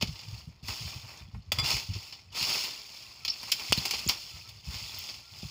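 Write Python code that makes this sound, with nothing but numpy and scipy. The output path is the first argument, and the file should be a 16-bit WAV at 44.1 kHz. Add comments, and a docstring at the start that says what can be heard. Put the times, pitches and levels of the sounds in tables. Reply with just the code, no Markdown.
"""A hoe drags dry weeds and soil across a garden bed, a few metres away in the open air.
Each stroke sets off showers of tiny fractures: straw crackles, crumbs grind, stalks snap and squeak.
The steel blade rings on stone, one flung crumb ticks close by and a few dull low thumps sound.
A light breeze buffets the microphone; a bird whistles faintly in the distance."""
import sys
import numpy as np
from scipy import signal
from scipy.fft import rfft, irfft
from scipy.io import wavfile
from scipy.ndimage import uniform_filter1d

SR = 44100
rng = np.random.default_rng(int(sys.argv[2]) if len(sys.argv) > 2 else 0)


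def put_to_file(sound):
    """Save the sound as 16-bit audio at rate SR, in the file named by the first command-line argument."""
    columns = np.atleast_2d(sound).T  # one column per channel
    safe = np.clip(columns, -1, 1)
    whole_steps = np.round(safe * 32767)
    wavfile.write(sys.argv[1], SR, whole_steps.astype(np.int16))


N = 242550  # 5.5 s

# Pulls and pushes of the hoe. Each row: start, swell, hold and settling T60 in seconds,
# straw level in dB, earth level in dB relative to the straw.
HOE_STROKES = [(0.0, 0.026, 0.36, .55, -50.5, -10.5), (0.624, 0.081, 0.19, 1.07, -41.5, -12.5),
               (0.67, 0.013, 0.025, 0.34, -39, -9.5), (1.045, 0.05, 0.099, 0.3, -50.5, -7.5),
               (1.533, 0.025, 0.08, 0.27, -45, -3.5), (1.632, 0.052, 0.032, 0.5, -27.5, -15),
               (1.847, 0.1, 0.12, 0.89, -46.5, -15), (2.314, 0.016, 0.023, .2, -47.5, -13),
               (2.34, 0.041, 0.22, 0.87, -31, -14.5), (2.817, .1, 0.097, 2.5, -47, -13.5),
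               (3.292, 0.48, 0.19, 0.89, -36.5, -14), (3.962, 0.031, 0.19, 2.6, -43.5, -16.5),
               (4.081, 0.013, 0.018, 0.17, -31, -10.5), (4.638, 0.099, 0.32, 1.05, -41, -15.5),
               (5.25, 0.16, 0.1, 0.91, -46, -17)]
# Fine soil showering through the straw. Each row: time in seconds, added brightness from 0 to 1.
SOIL_SHOWER = [(0.6, 0.4), (0.64, 0.35), (0.95, 0.12), (1.1, 0.04)]
# Main stalk snaps and blade bites. Each row: start in seconds, level in dB,
# low body offset in dB, bright edge offset in dB.
STALK_SNAPS = [(0.0107, -20.5, -16, -24), (0.0218, -10, -18, -22), (0.0722, -28, -25, -19),
               (0.156, -35, -18, -30), (0.1905, -32, -22, -27), (0.6826, -22, -12, -19),
               (1.3453, -52.5, 5.5, -28), (1.5187, -10, -15, -15), (1.5857, -15.5, -18.5, -20),
               (1.6411, -21.5, -12.5, -19.5), (1.7643, -19.5, -15.5, -18), (1.936, -26.5, -35, -28),
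               (2.124, -29, -18.5, -19), (2.4268, -14.5, -37, -19), (3.2487, -15, -25.5, -21.5),
               (3.2787, -15, -24, -26), (3.4296, -28.5, -11.5, -10), (3.5171, -12.5, -25, -8.5),
               (3.5219, -8, -34, -45), (3.7267, 0, -43, -19.5), (3.7737, -17, -23, -18),
               (3.853, -11.5, -19, -15), (3.9089, -6, -21.5, -17.5), (3.935, -18, -12.5, -24),
               (4.0872, -8.5, -37, -12.5), (4.0939, -9, -20.5, -44), (4.4891, -34, -41, -6),
               (4.742, -24.5, -23, -17.5)]
# Slipping stalks. Each row: start in seconds, length in seconds, pitch in Hz, level in dB.
STALK_SQUEAKS = [(3.278, 0.023, 4510, -29), (3.296, 0.013, 5120, -19.5), (3.775, 0.018, 4490, -25.5),
                 (4.076, .003, 7100, -19.5), (4.986, 0.004, 15200, -25)]
# Dull low thumps, such as clods, a footstep or knocks on the microphone.
# Each row: time in seconds, level in dB.
LOW_THUMPS = [(0.027, -22), (1.962, -42.5), (3.777, -28), (4.064, -39), (5.43, -33.5)]
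# Blade on stone. Each row: time in seconds, level in dB, freedom to ring from 0 to 1.
STONE_HITS = [(1.5191, -20.5, 0.3), (1.5862, -22.5, 0.47), (1.598, -22, 0.85)]
# Soil-damped steel blade. Each row: frequency in Hz, relative level in dB, free T60 in seconds.
BLADE_MODES = [(1087, -15.5, .09), (1292, -18, .15), (2140, -8, .085), (2331, -14, .1), (3432, -3, .23),
               (4253, -17, .09), (4830, 0, .115), (5582, -18, .08), (7560, -12, .075), (10060, -17, .05)]
# Strongest wind puffs. Each row: start in seconds, relative level in dB.
WIND_PUFFS = [(0.02, -32), (0.073, -28.5), (0.277, -34), (0.323, -31), (0.469, -34), (0.626, -34.5),
              (0.684, -32), (0.805, -35), (0.845, -31), (0.949, -33), (1.034, -39.5), (1.207, -39.5),
              (1.332, -32), (1.529, -34), (1.577, -26.5), (1.619, -28), (1.731, -28), (1.888, -24),
              (1.949, -28.5), (2.411, -37.5), (3.696, -29.5), (3.772, -30.5), (4.06, -29.5), (4.332, -40.5),
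              (4.668, -28), (4.735, -33), (4.814, -38), (5.433, -31.5)]
# Breeze under the puffs. Each row: time in seconds, relative level in dB.
BREEZE_CURVE = [(0.0, -46), (0.5, -59), (1.84, -50.5), (2.07, -60), (3.48, -68.5), (3.78, -58), (5.5, -62)]
# Distant bird notes. Each row: start in seconds, length in seconds, pitch in Hz, level in dB.
BIRD_NOTES = [(3.2, 0.1, 1327, -58), (4.3, .09, 1314, -58), (4.435, 0.062, 1325, -57),
              (5.21, 0.12, 1375, -61.5)]
# Spectra of straw, soil, wind and still air. Each row: frequency in Hz, relative density in dB.
STRAW_SPECTRUM = [(300, -25), (1000, -14.5), (1900, -14), (2600, -2.5), (3100, -4.5), (4700, 3),
                  (5400, 3.5), (6500, -4.5), (7500, -10.5), (8200, -16.5), (10000, -14.5), (13000, -16.5),
                  (14500, -9), (15500, -10.5)]
EARTH_SPECTRUM = [(50, -12), (120, -4.5), (300, -4), (550, -6.5), (950, 1), (1400, -3.5), (2500, 0),
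                  (6000, -50.5), (12000, -19)]
WIND_SPECTRUM = [(15, -50), (25, -18.5), (60, -1), (100, 2.5), (160, -8.5), (230, -22.5), (350, -45.5),
                 (800, -57.5)]
AIR_SPECTRUM = [(60, 11), (300, -5.5), (1000, -8), (2500, -18), (5000, -18), (7300, -25), (8500, -36),
                (13500, -33), (15000, -27)]
# Notches of the microphone's sound channel. Each row: centre in Hz, width in Hz, gain in dB.
MIC_NOTCHES = [(1630, 454, -7.5), (3850, 306, -9.5), (5910, 308, -16), (8930, 420, -10),
               (11120, 580, -13.5), (13700, 780, -19)]


def hoe_levels(bite_share=0.25, bite_s=0.009):
    """Straw and earth levels in dB: each stroke bites in, gathers litter, drags it and lets it settle."""
    t = np.arange(N) / SR
    straw_gain, earth_gain = from_db(-64.5), from_db(-73)  # faint stirring between strokes
    for start_s, swell_s, hold_s, t60_s, straw_db, earth_db in HOE_STROKES:
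        bite = np.clip((t - start_s) / bite_s, 0, 1)
        swell = np.clip((t - start_s) / swell_s, 0, 1)
        gather = bite_share * bite + (1 - bite_share) * swell
        settle_db = -60 * np.maximum(t - start_s - swell_s - hold_s, 0) / t60_s
        load = gather * from_db(straw_db + settle_db)
        straw_gain = np.hypot(straw_gain, load)
        earth_gain = np.hypot(earth_gain, load * from_db(earth_db))
    lumps_db = 2.5 * drift(rate_hz=26)  # soil gives way unevenly
    return 20 * np.log10(straw_gain), 20 * np.log10(earth_gain) + lumps_db


def straw(level_db):
    """Harder raking breaks more stalks a second, over the hiss of straw rubbing on straw."""
    breaks_per_s = 2500 * from_db(0.4 * (level_db + 44))
    crackle = grains(breaks_per_s, spread_db=4)
    knocks = rattle(0.15 * breaks_per_s, low_hz=1922, high_hz=8000, t60_cycles=66, pieces=60)
    stalks = rms_one(colour(knocks, STRAW_SPECTRUM))
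    friction = from_db(-2) * rng.standard_normal(N)
    rustle = rms_one(colour(crackle + friction, STRAW_SPECTRUM) + from_db(-3) * stalks)
    # A light touch loses the bright edge of breaking fibres; falling soil sharpens it.
    softness = np.clip((-47 - level_db) / 16, 0, 1) - curve(SOIL_SHOWER)
    dull = signal.lfilter(*signal.butter(1, 5000, fs=SR), rustle)
    gain = from_db(level_db + 1.1 + 0.33 * drift(rate_hz=57))
    return (rustle + softness * (dull - rustle)) * gain


def earth(level_db):
    """Crumbs of soil grind under the blade while sticks and dry clods tumble."""
    grinding = grains(per_s=2500, spread_db=1) * from_db(1.3 * drift(rate_hz=29))
    crumbs = colour(grinding, EARTH_SPECTRUM)
    sticks = rms_one(rattle(per_s=500, low_hz=790, high_hz=1510, t60_cycles=12, pieces=24))
    return (crumbs + from_db(-11.5) * sticks) * from_db(level_db + 1.7)


def snaps(rows, attack_s=0.00081):
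    """Each snap is a short avalanche of fractures in three bands; harder ones end sooner."""
    t = np.arange(SR // 4) / SR
    envelopes = np.zeros((3, N + SR))
    for start_s, level_db, body_db, edge_db in rows:
        start = round(start_s * SR)
        edge_db += min(0, 0.8 * (level_db + 22))  # gentle touches stay dull
        t60_s = 0.058 * from_db(-0.53 * max(level_db + 15, -5))
        burst = (1 - np.exp(-t / attack_s)) * from_db(-60 * t / max(t60_s, 0.004))
        band_gains = from_db(level_db + np.array([[body_db], [0], [edge_db]]))
        envelopes[:, start:start + len(t)] += band_gains * burst
    body, middle, edge = envelopes[:, :N] * grains(per_s=9000, spread_db=2.5)
    return (band(colour(body, EARTH_SPECTRUM), 115, 2300)
            + from_db(-4) * band(colour(middle, STRAW_SPECTRUM), 1500, 6840)
            + from_db(13) * band(colour(edge, STRAW_SPECTRUM), 5180, 16000))


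def twig_breaks(straw_db, per_s=14, over_db=7, spread_db=2.5, body_db=-19.5, edge_db=-14, twigs=110):
    """Snap rows for small twigs that break at random, louder under harder raking."""
    position, chance = rng.random((twigs, 2)).T
    starts_s = position * N / SR
    levels_db = straw_db[(position * N).astype(int)] + over_db + spread_db * rng.standard_normal(twigs)
    broken = chance < per_s * N / SR / twigs
    return [(s, db, body_db, edge_db) for s, db in zip(starts_s[broken], levels_db[broken])]


def squeaks():
    """A slipping stalk sings hoarsely for a few milliseconds."""
    return notes(STALK_SQUEAKS, pitch_spread=0.081, waver_hz=299) * from_db(2 * drift(rate_hz=180))


def low_thumps():
    """Each thump is a quickly dying burst of low noise with a few dull cycles of ringing."""
    knocks = clicks_at(LOW_THUMPS)
    envelope = decay(knocks, tau_s=0.0048)
    low_noise = band(rng.standard_normal(N), 155, 410)
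    burst = envelope * rms_one(signal.lfilter([1], [1, -0.96], low_noise))
    ringing = ring(knocks, hz=185, t60_s=0.06)
    return from_db(-3) * burst + from_db(-0.5) * ringing


def blade_clinks():
    """The steel rings after each hit, more briefly while pressed on the stone."""
    return sum(ring(clicks_at([(time_s, hit_db + mode_db)]), hz, t60_s * freedom)
               for time_s, hit_db, freedom in STONE_HITS for hz, mode_db, t60_s in BLADE_MODES)


def crumb_tick(time_s=3.7236, strike_db=5):
    """A flung crumb strikes right by the microphone: a hard spike, then a ringing bounce."""
    spike = decay(clicks_at([(time_s, strike_db)]), tau_s=0.00005)
    bounce = ring(clicks_at([(time_s + 0.005, strike_db - 16.5)]), hz=2840, t60_s=0.012)
    return spike + bounce


def scatter(sound, t60_s=0.14, delay_s=0.004):
    """Reeds and ground throw back a short diffuse echo."""
    t = np.arange(SR // 3) / SR
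    response = rng.standard_normal(len(t)) * from_db(-60 * t / t60_s) * (t > delay_s)
    return convolve_unit(sound, response)


def wind(puff_rise_s=0.01066):
    """Puffs on the microphone swell quickly and die away over a faint uneven buffeting."""
    t = np.arange(N) / SR
    eddies_db = 5.5 * drift(rate_hz=10.4)
    strength = from_db(curve(BREEZE_CURVE) - 0.5 + eddies_db)
    for start_s, level_db in WIND_PUFFS:
        age = np.maximum(t - start_s, 0) / puff_rise_s
        puff = from_db(level_db - 5) * age * np.exp(1 - age)
        strength = np.hypot(strength, puff)
    rumble = colour(rng.standard_normal(N), WIND_SPECTRUM)
    running_rms = np.sqrt(uniform_filter1d(rumble ** 2, size=900) + 1e-6)
    return strength * rumble / running_rms


def bird():
    """Thin, nearly level whistles from far away."""
    return notes(BIRD_NOTES, pitch_spread=0.0082, waver_hz=30)


def still_air():
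    """A faint steady hush."""
    return from_db(-64.5) * colour(rng.standard_normal(N), AIR_SPECTRUM)


def microphone(x):
    """The narrow sound channel cuts fixed notches into the spectrum."""
    for hz, width_hz, db in MIC_NOTCHES:
        tuning = -2 * np.cos(2 * np.pi * hz / SR)
        width, gain = np.tan(np.pi * width_hz / SR), from_db(db / 2)
        x = signal.lfilter([1 + width * gain, tuning, 1 - width * gain],
                           [1 + width / gain, tuning, 1 - width / gain], x)
    return x


def grains(per_s, spread_db):
    """Random tiny fractures, mostly weak and a few strong; unit power at any rate."""
    sizes = from_db(spread_db * np.minimum(rng.exponential(1, N), 4))
    signs = rng.choice([-1, 1], N)
    occurs = rng.random(N) < per_s / SR
    return rms_one(sizes * signs * occurs / np.sqrt(per_s))


def rattle(per_s, low_hz, high_hz, t60_cycles, pieces):
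    """Loose pieces knock at random; each rings briefly at its own pitch."""
    struck = rng.integers(0, pieces, N)
    knocks = grains(per_s, spread_db=2.5)
    pitches_hz = np.geomspace(low_hz, high_hz, pieces)
    return sum(ring(knocks * (struck == k), hz, t60_cycles / hz) for k, hz in enumerate(pitches_hz))


def notes(rows, pitch_spread, waver_hz):
    """Short swelling tones at a wavering pitch."""
    t, out = np.arange(N) / SR, np.zeros(N)
    clock_s = np.cumsum(1 + pitch_spread * drift(waver_hz)) / SR
    for start_s, length_s, hz, db in rows:
        swell = np.sin(np.pi * np.clip((t - start_s) / length_s, 0, 1))
        out += from_db(db) * swell * np.sin(2 * np.pi * hz * clock_s)
    return out


def clicks_at(rows):
    """One click per row."""
    out = np.zeros(N)
    for time_s, db in rows:
        out[round(time_s * SR)] += from_db(db)
    return out


def ring(clicks, hz, t60_s):
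    """Each click starts a decaying sine of its own height."""
    radius, angle = from_db(-60 / (t60_s * SR)), 2 * np.pi * hz / SR
    return signal.lfilter([0, np.sin(angle)], [1, -2 * radius * np.cos(angle), radius ** 2], clicks + 1e-18)


def decay(clicks, tau_s):
    """Each click starts an exponential tail."""
    return signal.lfilter([1], [1, -np.exp(-1 / (tau_s * SR))], clicks)


def drift(rate_hz, hop=40, warmup=2000):
    """Smooth random wander of unit power."""
    pole = np.exp(-2 * np.pi * rate_hz * hop / SR)
    noise = rng.standard_normal(N // hop + warmup + 2)
    slow = signal.lfilter([1], [1, -2 * pole, pole ** 2], noise)[warmup:]
    return np.interp(np.arange(N) / hop, np.arange(len(slow)), rms_one(slow))


def colour(x, spectrum, size=4096):
    """Minimum-phase filter of unit energy with the given spectrum."""
    hz, db = np.transpose(spectrum)
    grid_hz = np.maximum(np.arange(size // 2 + 1) * SR / size, 1)
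    magnitude = from_db(np.interp(np.log(grid_hz), np.log(hz), db))
    cepstrum = irfft(np.log(magnitude))
    cepstrum[1:size // 2] *= 2  # fold onto positive time
    cepstrum[size // 2 + 1:] = 0
    return convolve_unit(x, irfft(np.exp(rfft(cepstrum))))


def convolve_unit(x, response):
    """Convolve with a response scaled to unit energy."""
    return signal.fftconvolve(x, response / np.sqrt(np.sum(response ** 2)))[:N]


def band(x, low_hz, high_hz):
    """Band-pass, 12 dB per octave each side."""
    return signal.sosfilt(signal.butter(2, [low_hz, high_hz], "band", fs=SR, output="sos"), x)


def curve(rows):
    """Timed values interpolated to every sample."""
    times_s, values = np.transpose(rows)
    return np.interp(np.arange(N) / SR, times_s, values)


def rms_one(x):
    """Scale to unit power."""
    return x / np.sqrt(np.mean(x ** 2) + 1e-20)


def from_db(db):
    """Decibels to gain."""
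    return 10 ** (np.asarray(db) / 20)


def scene():
    """Hoeing and thumps, their faint echo and a close tick over still air, bird and wind; mono."""
    straw_db, earth_db = hoe_levels()
    work = straw(straw_db) + earth(earth_db)
    work += snaps(STALK_SNAPS + twig_breaks(straw_db))
    work += squeaks() + low_thumps() + blade_clinks()
    echo = from_db(-10.5) * scatter(work)
    return (work + echo + crumb_tick() + still_air() + bird() + wind())[None]


def record(dry, low_cut_hz=48, clip_level=0.85, high_cut_hz=15500):
    """Microphone notches, bass roll-off, overload on the sharpest peak, then a steep top cut."""
    low_cut = signal.butter(4, low_cut_hz, "high", fs=SR, output="sos")
    high_cut = signal.ellip(10, 0.2, 70, high_cut_hz, fs=SR, output="sos")
    heard = signal.sosfilt(low_cut, microphone(dry))
    return signal.sosfilt(high_cut, np.clip(heard, -clip_level, clip_level))


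dry = scene()
out = record(dry)
put_to_file(out)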